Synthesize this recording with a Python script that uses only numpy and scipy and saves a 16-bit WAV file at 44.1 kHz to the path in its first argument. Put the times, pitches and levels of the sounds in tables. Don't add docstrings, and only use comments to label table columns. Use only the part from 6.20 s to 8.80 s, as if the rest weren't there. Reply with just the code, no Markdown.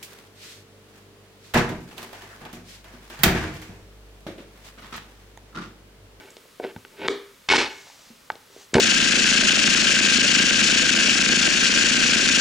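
import sys
import numpy as np
from scipy import signal
from scipy.fft import rfft, irfft
from scipy.io import wavfile
from scipy.ndimage import uniform_filter1d, minimum_filter1d

SR = 44100
rng = np.random.default_rng(int(sys.argv[2]) if len(sys.argv) > 2 else 0)


def unload_wav(signal):
    wavfile.write(
        sys.argv[1],
        SR,
        np.round(np.clip(np.atleast_2d(signal).T, -1, 1) * 32767).astype(np.int16),
    )


N = 114660

# pitch_hz, relative level_db per Hz
FLOOR_SPECTRUM = [(12, -33), (20, -9.5), (277, -6.5), (328, -11.5), (542, -6), (759, -18), (897, -12.5),
                  (1290, -8.5), (1480, -11.5), (3440, -12), (16000, -22)]
FLOOR_DB = -54.5
# pitch_hz, side minus mid level_db
FLOOR_WIDTH = [(60, -32), (180, -10.5), (550, -2), (1650, -4.5), (4970, -7.5), (15000, -25)]

# start_s, level_db
ROLL_LEVELS = [
    [(0, -53), (.09, -59.5), (.16, -70), (.3, -73)],
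    [(.42, -56), (.44, -43.5), (.47, -50), (.52, -54.5)],
    [(.7, -68.5), (.76, -61), (.81, -44.5), (.85, -36), (.87, -40.5), (.885, -83)],
]
ROLL_KNOCKS_PER_S = 5000
ROLL_DECK_DB, ROLL_TABLE_DB, ROLL_GRIT_DB = -2.5, 4.5, -2.5
ROLL_DECK_KHZ, ROLL_TABLE_KHZ = 0.67, 0.25

# pitch_hz, t60_s
ROOM_DECAY = [(60, 0.12), (250, 0.36), (700, 0.38), (2000, 0.57), (5000, 0.36), (10000, 0.14)]
# pitch_hz, relative level_db
ROOM_COLOUR = [(60, -14.5), (250, 11), (700, -0.5), (2000, -8.5), (5000, 0), (10000, 17)]
# pitch_hz, side minus mid level_db
ROOM_WIDTH = [(60, -18), (180, -24), (550, -14), (1650, -8), (4970, -10), (15000, -13)]
ROOM_DB, ROOM_DELAY_S = -3.5, .006

# start_s, deck level_db, deck ring centre_khz, table level_db, table ring centre_khz, crack level_db
BLOW_EVENTS = [(.105, -38, 12, -66, 0.29, -68), (.168, -39.5, 4.2, -37, 0.55, -54),
               (.255, -70, 2.4, -44, 0.52, -70), (.399, -32, 0.96, -18, 0.62, -48),
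               (.433, -50, 2.4, -30, 0.49, -58), (.440, -43, 0.93, -19.5, 0.6, -25),
               (0.448, -32.5, 1.24, -19, 0.56, -29), (.563, -34, 1.01, -26, 0.12, -32.5),
               (.650, -42, 1.25, -43, 0.45, -33), (0.794, -48, 1.46, -43, 0.27, -48),
               (.880, -24.5, 5.6, -50, 0.96, -18), (0.884, -18.5, 2.4, -6, 0.44, 2),
               (1.289, -5, 3.7, -22, 0.49, 5), (1.291, 8, 3.4, -9, 0.38, 4),
               (1.301, 5.5, 2.44, -0.5, 0.59, -10), (1.322, -0.5, 0.96, -4, 0.5, -19),
               (1.327, 4.5, 3.4, -18, .5, 1.5), (1.336, 4.5, .9, -9, 0.58, -2.5),
               (1.352, -20, 0.89, -10.5, 0.59, -27), (1.368, -5, 3.9, -23, 0.29, -8.5),
               (1.38, -14, 2.2, -16, 0.328, -30), (1.385, -72, 1, -31, 0.0774, -72),
               (1.67, -44.5, 0.89, -43.5, 0.98, -59), (1.700, -45.5, 0.83, -79, 0.39, -41),
               (1.903, -66, 0.33, -38, 0.22, -72), (2.102, -20.5, 1.026, -49, 0.68, -16.5),
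               (2.119, -40, 4.8, -39, 0.12, -60), (2.155, -43, 3.9, -39.5, 0.54, -51),
               (2.301, -65, 1, -47.5, 0.34, -75), (2.364, -69, 0.82, -35.5, 0.49, -62),
               (2.534, -54, 1, -22.5, 0.27, -62), (2.544, -22, 6.5, -3.5, 0.61, 10),
               (2.5413, -13.5, 9.5, -27, 0.38, -22), (2.551, -16, 0.57, 8, 0.15, -19),
               (2.555, -11.5, 1.03, 4.5, 0.57, -5), (2.568, -9, 0.43, 0, 0.32, -18),
               (2.583, -2.5, 1.01, 1, 0.5, -28)]
# pitch_hz, relative level_db, t60_s
DECK_MODES = [(885, 2, .028), (1510, 0, .026), (1880, -5, .012), (2220, 2, .05), (2600, -4, .012),
              (2920, -3, .014), (3300, -5, .011), (3650, -2, .016), (4200, -4, .018), (4700, -6, .01),
              (5200, -5, .012), (5900, -7, .009), (6800, -6, .012), (7600, -7, .009)]
# pitch_hz, relative level_db, t60_s
TABLE_MODES = [(51.3, -17, 0.3), (109.7, -26, 0.21), (168.6, -3, 0.051), (227, 1.5, .16), (321.5, 3, 0.056),
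               (401.7, 6.5, 0.39), (460, 17, 0.043), (529, 8.5, 0.06), (622, 19.5, 0.025), (721.4, 7, 0.15),
               (1071, -24, 0.023)]
# pitch_hz, level_db
CRACK_SPECTRUM = [(150, 0), (500, -3), (1200, 3), (2500, 3.5), (5000, -6.5), (7500, -18.5), (10000, -8.5),
                  (16000, -45.5)]
TABLE_PUSH_S = 0.00039
SPOT_DB = 1.5
DECK_OCTAVES, TABLE_OCTAVES = 0.68, 0.48
CRACK_T60_S, CRACK_SNAP = .008, 4
CRACK_TOP = 2.74

# start_s, level_db
RATTLE_LEVELS = [
    [(1.289, -17), (1.30, -9.5), (1.33, -11), (1.363, -20.5), (1.372, -33), (1.39, -25.5), (1.43, -29.5),
     (1.48, -39.5)],
    [(2.538, -39), (2.55, -13), (2.6, -47.5)],
]
RATTLE_KNOCKS_PER_S = 3500

# start_s, level_db
SLEEVE_LEVELS = [
    [(1.5, -51.5), (1.62, -55.5), (1.87, -58), (2.08, -74)],
    [(2.26, -81), (2.33, -60), (2.43, -53), (2.5, -77)],
]
# pitch_hz, relative level_db per Hz
CLOTH_SPECTRUM = [(180, -37), (300, -32), (523, -20), (669, -3.5), (857, -1), (1110, -9), (1170, -8),
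                  (6470, -5), (12000, -12), (15600, -53), (22000, -120)]

# pitch_hz, level_db
MIC_RESPONSE = [(20, -30.5), (60, -4.5), (150, -5), (300, 2), (6000, 5), (8000, 0.5), (10000, -16.5),
                (16000, -23)]
NEAR_SIDE_DB = -4

CEILING_DB, SQUEEZE = -5.5, .92
EXCESS_FALL_DB_PER_S = 583
EDGE_HZ = 15900


def amp(db):
    return 10 ** (np.asarray(db) / 20)


def evened(x):
    return x / np.sqrt(np.mean(x ** 2) + 1e-20)


def read(points, hz):
    f, value = np.transpose(points)
    return np.interp(np.log(hz + 1), np.log(f + 1), value)


def add(mix, start_s, sound):
    part = mix[round(start_s * SR):][:len(sound)]
    part += sound[:len(part)]


def colour(x, points):
    gain = amp(read(points, np.fft.rfftfreq(len(x), 1 / SR)))
    return irfft(rfft(x) * gain, len(x))


def causal(x, points):
    hz = abs(np.fft.fftfreq(4096, 1 / SR))
    log_gain = np.log(amp(read(points, hz)))
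    taps = np.fft.ifft(np.exp(np.conj(signal.hilbert(log_gain)))).real
    return signal.oaconvolve(x, taps[:2048])[:len(x)]


def lowpass(x, hz):
    return signal.lfilter(*signal.butter(2, hz, fs=SR), x)


def level(curves):
    t = np.arange(N) / SR
    gains = []
    for curve in curves:
        start_s, level_db = np.transpose(curve)
        gains.append(amp(np.interp(t, start_s, level_db, left=-200, right=-200)))
    return uniform_filter1d(sum(gains), size=200)


def stereo(mid, side):
    return np.array([mid + side, mid - side])


def knocks(per_s):
    return rng.standard_normal(N) * (rng.random(N) < per_s / SR)


def ring(modes, khz, octaves, spot):
    hz, db, t60 = np.transpose(modes)[:, :, None]
    t = np.arange(SR // 4) / SR
    distance = np.log2(hz / (1000 * khz)) / octaves
    gain = amp(db - 7.9 * distance ** 2 + SPOT_DB * spot[:len(modes), None])
    sines = gain * amp(-60 * t / t60) * np.sin(2 * np.pi * hz * t)
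    sound = sines.sum(0) / np.sqrt((gain ** 2).sum())
    return signal.lfilter(*signal.butter(2, 400 * khz, "high", fs=SR), sound)


def knocked_ring(clicks, modes, khz, octaves):
    return evened(signal.oaconvolve(clicks, ring(modes, khz, octaves, np.zeros(14)))[:N])


def hiss():
    mid, side = (evened(colour(n, FLOOR_SPECTRUM)) for n in rng.standard_normal((2, N)))
    return amp(FLOOR_DB) * stereo(mid, colour(side, FLOOR_WIDTH))


def rolling():
    grain = knocks(ROLL_KNOCKS_PER_S)
    deck = knocked_ring(grain, DECK_MODES, ROLL_DECK_KHZ, 1.44)
    table = knocked_ring(grain, TABLE_MODES, ROLL_TABLE_KHZ, 1.44)
    grit = evened(lowpass(causal(grain, CRACK_SPECTRUM), 3800))
    rumble = amp(ROLL_DECK_DB) * deck + amp(ROLL_TABLE_DB) * table + amp(ROLL_GRIT_DB) * grit
    return level(ROLL_LEVELS) * rumble


def room(x):
    taps = np.zeros((2, SR))
    at = np.arange(0, SR - 20, 20) + rng.integers(0, 20, (2, SR // 20 - 1))
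    np.put_along_axis(taps, at, rng.choice([-1., 1.], at.shape), 1)
    hz, t, bands = signal.stft(taps, SR, nperseg=256)
    decay_db = read(ROOM_COLOUR, hz)[:, None] - 60 * t / read(ROOM_DECAY, hz)[:, None]
    tail = signal.istft(bands * amp(decay_db), SR, nperseg=256)[1]
    tail = np.pad(tail / np.linalg.norm(tail[0]), ((0, 0), (round(ROOM_DELAY_S * SR), 0)))
    mid, side = signal.fftconvolve(x[None], tail, axes=1)[:, :N]
    return stereo(mid, colour(side, ROOM_WIDTH))


def blows():
    out = np.zeros(N)
    t = np.arange(SR // 40) / SR
    push = np.exp(-t / TABLE_PUSH_S)
    push /= push.sum()
    spots = rng.standard_normal((len(BLOW_EVENTS), 2, 14))
    noises = rng.standard_normal((len(BLOW_EVENTS), len(t)))
    for event, (deck_spot, table_spot), noise in zip(BLOW_EVENTS, spots, noises):
        start_s, deck_db, deck_khz, table_db, table_khz, crack_db = event
        deck = ring(DECK_MODES, deck_khz, DECK_OCTAVES, deck_spot)
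        table = signal.oaconvolve(ring(TABLE_MODES, table_khz, TABLE_OCTAVES, table_spot), push)
        grit = amp(-60 * t / CRACK_T60_S) * (noise + CRACK_SNAP * (t == 0))
        crack = causal(lowpass(grit, min(CRACK_TOP * deck_khz, 20) * 1000), CRACK_SPECTRUM)
        add(out, start_s, amp(deck_db) * deck)
        add(out, start_s, amp(table_db) * table)
        add(out, start_s, amp(crack_db) * crack)
    return out


def rattle():
    chatter = knocks(RATTLE_KNOCKS_PER_S)
    deck = knocked_ring(chatter, DECK_MODES, 1.8, 3.3)
    table = knocked_ring(chatter, TABLE_MODES, .42, 3.3)
    cracks = evened(causal(chatter, CRACK_SPECTRUM))
    return level(RATTLE_LEVELS) * (cracks + amp(-13) * deck + amp(-12) * table)


def sleeve():
    uneven = evened(uniform_filter1d(rng.standard_normal(N), size=500))
    cloth = evened(colour(rng.standard_normal(N), CLOTH_SPECTRUM))
    return level(SLEEVE_LEVELS) * amp(1.2 * uneven) * cloth


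def scene():
    near = blows() + rolling() + rattle() + sleeve()
    side = amp(NEAR_SIDE_DB) * signal.hilbert(colour(near, ROOM_WIDTH)).imag
    heard = stereo(near, side) + amp(ROOM_DB) * room(near)
    return np.array([causal(ear, MIC_RESPONSE) for ear in heard])


def record(dry):
    peak_db = 20 * np.log10(abs(dry).max(0) + 1e-9)
    fall = np.arange(N) * EXCESS_FALL_DB_PER_S / SR
    held_peak_db = np.maximum.accumulate(peak_db + fall) - fall
    over_db = np.maximum(held_peak_db - CEILING_DB, 0)
    widened_db = -minimum_filter1d(-over_db, size=61)
    held = dry / amp(SQUEEZE * uniform_filter1d(widened_db, size=61))
    band_limit = signal.firwin(511, EDGE_HZ, window=("kaiser", 9), fs=SR)
    return signal.oaconvolve(held + hiss(), band_limit[None], "same")


dry = scene()
out = record(dry)
unload_wav(out)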